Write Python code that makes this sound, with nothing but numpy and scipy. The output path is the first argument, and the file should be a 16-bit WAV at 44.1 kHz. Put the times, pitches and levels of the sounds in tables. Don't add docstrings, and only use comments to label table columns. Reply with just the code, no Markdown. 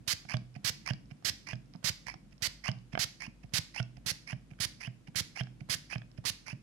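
import sys
import numpy as np
from scipy import signal
from scipy.fft import rfft, irfft, next_fast_len
from scipy.io import wavfile
from scipy.ndimage import uniform_filter1d, map_coordinates

SR = 44100
rng = np.random.default_rng(int(sys.argv[2]) if len(sys.argv) > 2 else 0)


def decibels_to_gain(level_db):
    exponent = np.asarray(level_db, float) / 20
    return 10 ** exponent


def log_audio(samples):
    frames = np.atleast_2d(samples).T
    limited = np.clip(frames, -1, 1)
    pcm = np.round(limited * 32767).astype(np.int16)
    wavfile.write(sys.argv[1], SR, pcm)


N = 291942


def unit(x):
    return x / np.sqrt(np.mean(x ** 2) + 1e-20)


def along(points, hz):
    point_hz, value = np.transpose(points)
    return np.interp(np.log(hz + 1), np.log(point_hz + 1), value)


def envelopes(tables):
    t = np.arange(N) / SR
    s, db, *others = np.transpose(np.vstack(tables))
    gate = sum((t > rows[0][0]) & (t < rows[-1][0]) for rows in tables)
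    gain = uniform_filter1d(1. * gate, size=60) * decibels_to_gain(np.interp(t, s, db))
    return [gain] + [np.interp(t, s, column) for column in others]


def wobble(rate):
    knots = rng.standard_normal(int(N * 1000 / SR) + 4)
    return map_coordinates(knots, [np.arange(N) * rate / SR])


def filtered(x, response):
    m = next_fast_len(N + 8192)
    return irfft(rfft(x, m) * response(np.fft.rfftfreq(m, 1 / SR)), m)[..., :N]


def hiss(spectrum):
    return unit(filtered(rng.standard_normal(N), lambda hz: decibels_to_gain(along(spectrum, hz))))


def strike(out, s, db, modes, attack_s, detune):
    longest_s = max(t60 for _, _, t60 in modes)
    t = np.arange(round(SR * min(1 / 3, 1.5 * longest_s))) / SR
    luck = rng.standard_normal((len(modes), 2)) * [1.8, min(detune, .045)]
    ring = np.zeros(len(t))
    for (hz, level_db, t60), (extra_db, off_pitch) in zip(modes, luck):
        fade = decibels_to_gain(level_db + extra_db - 60 * t / t60)
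        ring += fade * np.sin(2 * np.pi * hz * (1 + off_pitch) * t)
    out[round(s * SR):][:len(t)] -= decibels_to_gain(db) * ring * (1 - np.exp(-2 * t / attack_s)) ** 2


def chamber(hz, width_hz):
    slow = filtered(rng.standard_normal((2, N)), lambda f: 1 / (1 + (f / width_hz) ** 2))
    turn = 2 * np.pi * np.cumsum(hz) / SR
    return unit(slow[0] * np.cos(turn) + slow[1] * np.sin(turn))


# valve_opens_s, length_s, jet_db, give_way_thud_db, bottoming_thud_db
DOWNSTROKES = [(0.076, .055, -31.5, -35.5, -36), (0.645, 0.051, -31.5, -34, -31.5),
               (1.247, .05, -31.5, -36, -36), (1.842, 0.053, -31.5, -28.5, -30),
               (2.421, 0.049, -32, -34.5, -35), (2.991, 0.051, -32, -30.5, -34.5),
               (3.536, .05, -31, -30, -30), (4.061, 0.051, -33.5, -34.5, -35),
               (4.601, 0.05, -33.5, -33, -34.5), (5.156, 0.048, -32.5, -31.5, -30.5),
               (5.696, 0.051, -33, -31, -34), (6.252, 0.047, -32.5, -34.5, -34.5)]
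# pitch_hz, level_db (per Hz)
MIST_COLOUR = [(180, -29), (300, -20.5), (842, -17), (1390, -13.5), (2070, -3.5), (2520, -7), (3080, -8),
               (3580, -6), (4830, -1.5), (6620, -8), (8640, -15), (10700, -12.5), (13800, -22),
               (15000, -23), (16000, -29)]


def jet():
    attack_s, release_s = 0.0031, 0.0058
    from_db, swell_db, to_db = -8.5, 1.5, -10.5
    gain, = envelopes([[(s, db + from_db), (s + attack_s, db - swell_db), (s + long, db),
                        (s + long + release_s, db + to_db)] for s, long, db, *_ in DOWNSTROKES])
    flutter = decibels_to_gain(.6 * wobble(300))
    return decibels_to_gain(5.5) * gain * unit(flutter * hiss(MIST_COLOUR))


def bleed():
    start_db, length_s, fade_db, top_hz = -24, 0.23, -20, 8000
    gain, = envelopes([[(s + long, db + start_db), (s + long + length_s, db + start_db + fade_db)]
                       for s, long, db, *_ in DOWNSTROKES])
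    return decibels_to_gain(5.5) * gain * filtered(hiss(MIST_COLOUR), lambda hz: 1 / (1 + (hz / top_hz) ** 2))


# start_s, length_s, loudest_after_s, level_db, last_chamber_hz
RETURNS = [(0.29, 0.065, 0.031, -39, 3250), (0.86, 0.05, 0.054, -35.5, 3000),
           (1.469, 0.071, 0.038, -39.5, 3000), (2.066, 0.083, 0.026, -41.5, 2650),
           (2.641, 0.058, 0.03, -38, 3200), (3.204, 0.07, .035, -41.5, 2800),
           (3.745, 0.062, 0.043, -38.5, 3300), (4.274, 0.062, 0.032, -41, 3100),
           (4.806, .068, 0.041, -42, 3100), (5.358, 0.059, 0.037, -37.5, 3250),
           (5.9, 0.059, .036, -40.5, 3100), (6.463, 0.069, 0.04, -42, 2900)]
# pitch_hz, level_db (per Hz)
FIZZ_COLOUR = [(300, -24.5), (900, -0.5), (1300, -8.5), (2000, 4.5), (3700, -20.5), (5000, 2),
               (6500, -10.5), (8300, -24.5), (10000, -12.5), (12000, -30.5), (16000, -35)]


def suction():
    empty_hz, attack_s, from_db = 2180, .008, -39
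    rise_db_per_s, fade_db_per_s = 193, 399
    fizz_db, fizz_follows = -4.5, 0.73
    tables = []
    hz = np.full(N, 1. * empty_hz)
    for s, long, top, db, last_hz in RETURNS:
        shape = [(-attack_s, from_db), (0, -rise_db_per_s * top), (top, 0),
                 (long, -fade_db_per_s * (long - top))]
        tables.append([(s + after_s, db + swell, swell) for after_s, swell in shape])
        a, b = round((s - attack_s) * SR), round((s + long) * SR)
        hz[a:b] += (last_hz - empty_hz) * np.linspace(0, 1, b - a) ** 2.0
    gain, swell_db = envelopes(tables)
    gurgle = wobble(260)
    wide = .3 * decibels_to_gain(2 * gurgle) * chamber(hz, width_hz=400)
    core = unit(decibels_to_gain(2.2 * gurgle) * (chamber(hz, width_hz=160) + wide))
    fizz = unit(decibels_to_gain(1.5 * gurgle + 2.5 * wobble(400)) * hiss(FIZZ_COLOUR))
    fizz_gain = decibels_to_gain(fizz_db + (fizz_follows - 1) * np.maximum(swell_db, -15))
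    return decibels_to_gain(2) * gain * (core + fizz_gain * fizz)


OPENING_SLUGS = [-45, -29.5, -35.5, -30, -35.5, -37, -34.5, -38.5, -39, -43, -56, -37.5]
# start_s, peak_db, bubble_db (above the peak)
LATER_SLUGS = [(0.296, -31.5, -24), (0.3069, -33.5, -14), (0.3208, -36, -12), (0.337, -31.5, -7.5),
               (0.8753, -24.5, -13.5), (0.8878, -29.5, -10.5), (1.487, -31, -13), (2.0826, -28.5, -12),
               (2.098, -39, -13), (2.6577, -29.5, -10.5), (2.6804, -25.5, -11), (3.22, -31, -11),
               (3.264, -43, -4.5), (3.761, -28, -13), (4.298, -45, -4), (4.8183, -41, -25),
               (5.3708, -45, -5), (5.913, -39, -15), (6.4808, -33.5, -8)]
# pitch_hz, level_db, t60_s
BUBBLE_MODES = [(1010, 5, 0.014), (780, -11.5, 0.04)]
# pitch_hz, level_db, t60_s
BALL_MODES = [(4340, 3.5, 0.0029), (5200, -2, 0.0084), (5960, -10, 0.0041), (7900, -10, 0.0021),
              (9800, -20, 0.0016)]


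def slugs():
    first_lag_s, first_bubble_db, ball_db = 0.0015, -31.5, 5
    swell, out, t = np.zeros(N), np.zeros(N + SR), np.arange(-200, 200) / SR
    first = [(s + first_lag_s, db, first_bubble_db) for (s, *_), db in zip(RETURNS, OPENING_SLUGS)]
    for s, db, bubble_db in first + list(LATER_SLUGS):
        i = round((s + 0.0016) * SR)
        swell[i - 200:i + 200] += decibels_to_gain(db) * np.exp(-.5 * (t / .0013) ** 2)
        strike(out, s + 0.0011, db + bubble_db + 11.5, BUBBLE_MODES, attack_s=0.002, detune=0.051)
        wet_ball = np.array(BALL_MODES) * [1, 1, .7]
        strike(out, s, db + ball_db, wet_ball, attack_s=0.0015, detune=0.045)
    return decibels_to_gain(-3.0) * swell * hiss(FIZZ_COLOUR) + out[:N]


# start_s, thud_db, thud_hz, slip_db
FINGER_LANDINGS = [(0.562, -29, 126.7, -58), (1.115, -38.5, 137, -60), (1.749, -35.5, 162, -64.5),
                   (2.329, -47, 117, -66), (2.935, -28, 130, -52), (3.441, -37, 129, -61),
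                   (3.975, -37.5, 127, -65), (4.516, -40, 119.4, -64.5), (5.081, -39, 148.6, -62.5),
                   (5.612, -34, 123.3, -63), (6.183, -31.5, 122.5, -60.5)]
SLIP_LEAD_S = 0.0051


def finger():
    attack_s, release_s, edge_db, fizz_db = 0.015, 0.025, -35, -3.5
    tables = []
    for s, _, _, db in FINGER_LANDINGS:
        touch_s = s - SLIP_LEAD_S
        tables.append([(touch_s - attack_s, db + edge_db), (touch_s, db), (touch_s + release_s, db + edge_db)])
    gain, = envelopes(tables)
    shell = chamber(np.full(N, 2400.), width_hz=400)
    jerks = unit(decibels_to_gain(4.5 * wobble(350)))
    return decibels_to_gain(10.5) * gain * jerks * (shell + decibels_to_gain(fizz_db) * hiss(FIZZ_COLOUR))


# pitch_hz, level_db (per Hz)
CREEP_COLOUR = [(200, -18), (600, 3), (2500, -8), (3500, -10.5), (6000, -18), (12000, -28), (16000, -55)]


def slack():
    t = np.arange(N) / SR
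    creep = sum(np.clip(1 + (t - s) / 0.018, 0, 1) * (t < s + .003) for s, *_ in DOWNSTROKES)
    return decibels_to_gain(-54.0 + 6.2 * wobble(300)) * creep * hiss(CREEP_COLOUR)


# start_s, peak_db, click_db (above the peak), ring_length (for this grip, 0-2)
TOP_KNOCKS = [(0.339, -28.5, -5, 0.86), (0.904, -29, -3, 0.58), (1.529, -33, -5, 0.77),
              (2.685, -27.5, -2.5, 0.71), (3.275, -41, -28, 0.22), (3.798, -31, -2.5, 0.77),
              (4.326, -36, -4, 0.71), (4.873, -37.5, -8.5, 0.69), (5.406, -30.5, -4, 0.72),
              (5.955, -32, -5.5, 0.61), (6.526, -38, -18, 0.62)]
# start_s, peak_db
BALL_RESEATS = [
    (0.3682, -25),
    (0.934, -28.5),
    (1.5544, -38),
    (2.7147, -28),
    (3.827, -30),
    (5.4341, -34),
    (5.9806, -32.5),
]
# start_s, peak_db
SPRING_TICKS = [(0.4524, -65), (0.5297, -68), (0.5414, -47), (0.9834, -69), (0.9934, -68), (1.056, -56),
                (1.1687, -60), (1.1844, -66), (1.2024, -70), (1.657, -58), (1.736, -41), (1.758, -44),
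                (2.3096, -55), (2.71, -47.5), (2.379, -48), (2.7714, -62), (2.7867, -47), (3.4594, -57),
                (3.942, -72.5), (5.0374, -74), (5.689, -65), (6.1145, -47)]
# start_s, peak_db, shell_db, body_db (both above the peak)
PLASTIC_CREAKS = [(0.2511, -51.5, 8, 6.5), (1.0694, -98, 5.5, -24), (1.224, -56, 0, 6),
                  (2.14, -37.5, -1, 1.5), (2.946, -45, -1, -3), (2.9517, -37.5, 18.5, 16.5),
                  (2.9751, -33.5, 14, 14.5), (3.493, -59, -2, -3), (4.534, -63.5, 17, 2),
                  (4.5884, -52, 11.5, -19.5), (5.148, -56, 18, 8), (5.3717, -38, 5, 2),
                  (5.4694, -51.5, 14, 8.5), (5.9277, -38.5, 15, 8.5), (6.0174, -49, 11, 5),
                  (1.752, -58, 2, 16), (6.1489, -64, -8, -3), (6.239, -56, 5, 6)]
# start_s, thud_db, thud_hz
GRIP_SHIFTS = [(0.002, -45, 117), (0.249, -40, 143), (0.81, -51.5, 158), (2.064, -48, 123),
               (2.115, -55, 121), (2.153, -47, 147), (2.26, -51, 130), (2.769, -47, 120), (2.86, -58, 125),
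               (3.202, -59, 149), (3.277, -47.5, 227), (3.744, -49, 159)]
# pitch_hz, level_db, t60_s
STOP_MODES = [(129, 5, 0.17), (122.2, -9, 0.71), (139.4, -27, 1), (158.4, -2, 0.15), (186.4, -16, 0.43),
              (220.3, -15.5, 0.3), (637, -9.5, 0.076)]
# pitch (multiple of the thud), level_db, t60_s
FLESH_MODES = [(0.55, -12, 0.027), (1, 7, 0.042), (1.5, -16.5, 0.2), (5.5, -6.5, 0.02)]
# pitch_hz, level_db, t60_s
SHELL_MODES = [(1340, -4, 0.0036), (1627, -4, 0.016), (1800, 7.5, 0.0045), (2233, 2, 0.0096),
               (2583, -5, 0.0032), (3200, -8, 0.018)]
# pitch_hz, level_db, t60_s
BODY_MODES = [(426, 12.5, 0.0023), (717, -1.5, 0.021), (836, -8.5, 0.0079), (1090, -2.5, 0.0099)]


def blows():
    out = np.zeros(N + SR)
    for s, db, click_db, loose in TOP_KNOCKS:
        gripped = np.array(STOP_MODES) * [1, 1, loose]
        strike(out, s + 0.00221, db + 5.5, gripped, attack_s=0.004, detune=0.022)
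        strike(out, s + 0.002512, db + click_db + 12.0, SHELL_MODES, attack_s=0.0011, detune=0.068)
        strike(out, s + 0.002515, db + click_db - 7.5 + 11.0, BODY_MODES, attack_s=0.00022, detune=0.017)

    give_hz, give_lead_s = 110.8, 0.00189
    bottom_hz, bottom_lag_s = 96, .0015
    pushes = [(s - give_lead_s, db, give_hz) for s, _, _, db, _ in DOWNSTROKES]
    pushes += [(s + long + bottom_lag_s, db, bottom_hz) for s, long, *_, db in DOWNSTROKES]
    pushes += [row[:3] for row in FINGER_LANDINGS]
    pushes += list(GRIP_SHIFTS)
    pushes += [(s, db - 15.5, 125) for s, db in BALL_RESEATS]
    for s, db, hz in pushes:
        thud = np.array(FLESH_MODES) * [hz, 1, 1]
        strike(out, s + 0.0012, db + 6, thud, attack_s=0.0046, detune=0.1)

    thin_shell_db, thin_body_db = -11.5, -13.5
    snaps = [(s, db, thin_shell_db, thin_body_db) for s, db in list(BALL_RESEATS) + list(SPRING_TICKS)]
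    snaps += list(PLASTIC_CREAKS)
    snaps += [(s - SLIP_LEAD_S, db + 10.5, 3, 0) for s, _, _, db in FINGER_LANDINGS]
    for s, db, shell_db, body_db in snaps:
        strike(out, s + 0.00087, db + 3, BALL_MODES, attack_s=0.00051, detune=0.11)
        strike(out, s + .0006, db + shell_db - 0.5, SHELL_MODES, attack_s=0.00082, detune=0.051)
        strike(out, s + .0006, db + body_db + 3.0, BODY_MODES, attack_s=0.0007, detune=0.054)
    return out[:N]


# pitch_hz, t60_s
ROOM_RING = [(100, 0.17), (500, 0.33), (2000, 0.32), (6000, 0.38), (14000, 0.28)]
# pitch_hz, level_db
ROOM_COLOUR = [(60, -7), (125, 9.5), (300, -3.5), (800, 1.5), (2000, 0), (3500, 0), (6000, -2.5),
               (14000, -6.5)]


def room(x):
    step = SR // 4
    out = np.zeros((2, N + 2 * SR))
    for i in range(0, N, step):
        hz, t, z = signal.stft(rng.standard_normal((2, SR // 2)), SR, nperseg=256)
        decay_db = along(ROOM_COLOUR, hz)[:, None] - 60 * t / along(ROOM_RING, hz)[:, None]
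        tail = signal.istft(z * decibels_to_gain(decay_db), SR, nperseg=256)[1]
        wet = signal.fftconvolve(x[None, i:i + step], tail / np.linalg.norm(tail[0]), axes=1)
        out[:, i + 250:][:, :wet.shape[1]] += wet
    return out[:, :N]


# pitch_hz, level_db (per Hz)
AIR_COLOUR = [(18, -47.5), (30, -5), (64, -27), (97, -4), (142, -2), (309, -11.5), (407, -24), (485, -22.5),
              (863, -31), (954, -29.5), (1140, -32), (1390, -31.5), (6570, -39.5), (12000, -45.5),
              (15600, -74.5), (22000, -120)]
# pitch_hz, likeness (0-1)
EAR_LIKENESS = [(60, 1), (240, 0.68), (950, 0.073), (3770, 0.036), (15000, 0.073)]


def air():
    white = rng.standard_normal((2, N))
    bass = filtered(white, lambda hz: 1 / (1 + (hz / 400) ** 4))
    pair = white + bass * (decibels_to_gain(1.63 * wobble(10) + 0.9 * wobble(1.66)) - 1)

    def spread(hz):
        turn = np.arccos(np.clip(along(EAR_LIKENESS, hz), -1, 1)) / 2
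        return decibels_to_gain(along(AIR_COLOUR, hz)) * (hz < 12150) * [np.cos(turn), np.sin(turn)]

    mid, side = filtered(pair, spread)
    return decibels_to_gain(-57) * unit(np.array([mid + side, mid - side]))


def mains():
    hum_db, throb_db = -53, -58
    phase = 2 * np.pi * 50 * np.arange(N) / SR + 1.1 * wobble(9)
    hum = decibels_to_gain(hum_db + 0.87 * wobble(1.2)) * np.sin(phase)
    throb = unit(filtered(rng.standard_normal((2, N)), lambda hz: np.exp(-((hz - 50) / 9) ** 2)))
    return hum + decibels_to_gain(throb_db) * (throb + 0.4 * throb[::-1])


# time_s, outer_ear_ring_db, far_ear_gain_db
NOZZLE_TURN = [
    (0, 0.5, 8),
    (1.2, -6.5, 6),
    (2.6, -4, 6.5),
    (3.3, -1, 6.5),
    (4.6, 4, 7),
    (5.4, 1, 8),
    (6.601, 3, 6.5),
]
# pitch_hz, level_db
HEAD_SHADOW = [(60, -18.5), (200, -11), (700, -23), (1300, -19), (2400, -23), (3200, -15), (4600, -26.5),
               (8000, -26), (15000, -47)]


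def scene():
    pinna_hz, pinna_width_hz, ear_lag = 9830, 830, 29
    s, ring_db, far_db = np.transpose(NOZZLE_TURN)
    t = np.arange(N) / SR
    spray = jet() + bleed()
    pump = slack() + suction() + slugs() + finger() + blows()
    ring = filtered(spray + pump, lambda hz: np.exp(-((hz - pinna_hz) / pinna_width_hz) ** 2))
    near = spray + pump + (decibels_to_gain(np.interp(t, s, ring_db)) - 1) * ring
    far = filtered(near, lambda hz: decibels_to_gain(along(HEAD_SHADOW, hz)) * np.exp(-2j * np.pi * hz * ear_lag / SR))
    ears = np.array([decibels_to_gain(np.interp(t, s, far_db)) * far, near])
    echoes = decibels_to_gain(-19.5) * room(near + (decibels_to_gain(-2.0) - 1) * pump)
    return ears + echoes + air() + mains()


def band_limit(x):
    return signal.sosfilt(signal.butter(12, 16640, fs=SR, output="sos"), x)


def record(dry):
    top_hz, edge_hz = 15950, 40

    def response(hz):
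        bass_cut = -hz ** 2 / (13.0 ** 2 - hz ** 2 + 1.3j * 62.3 * hz)
        return bass_cut ** 2 * (1 - np.tanh((hz - top_hz) / edge_hz)) / 2

    mix = filtered(dry, response)
    return band_limit(mix)


dry = scene()
out = record(dry)
log_audio(out)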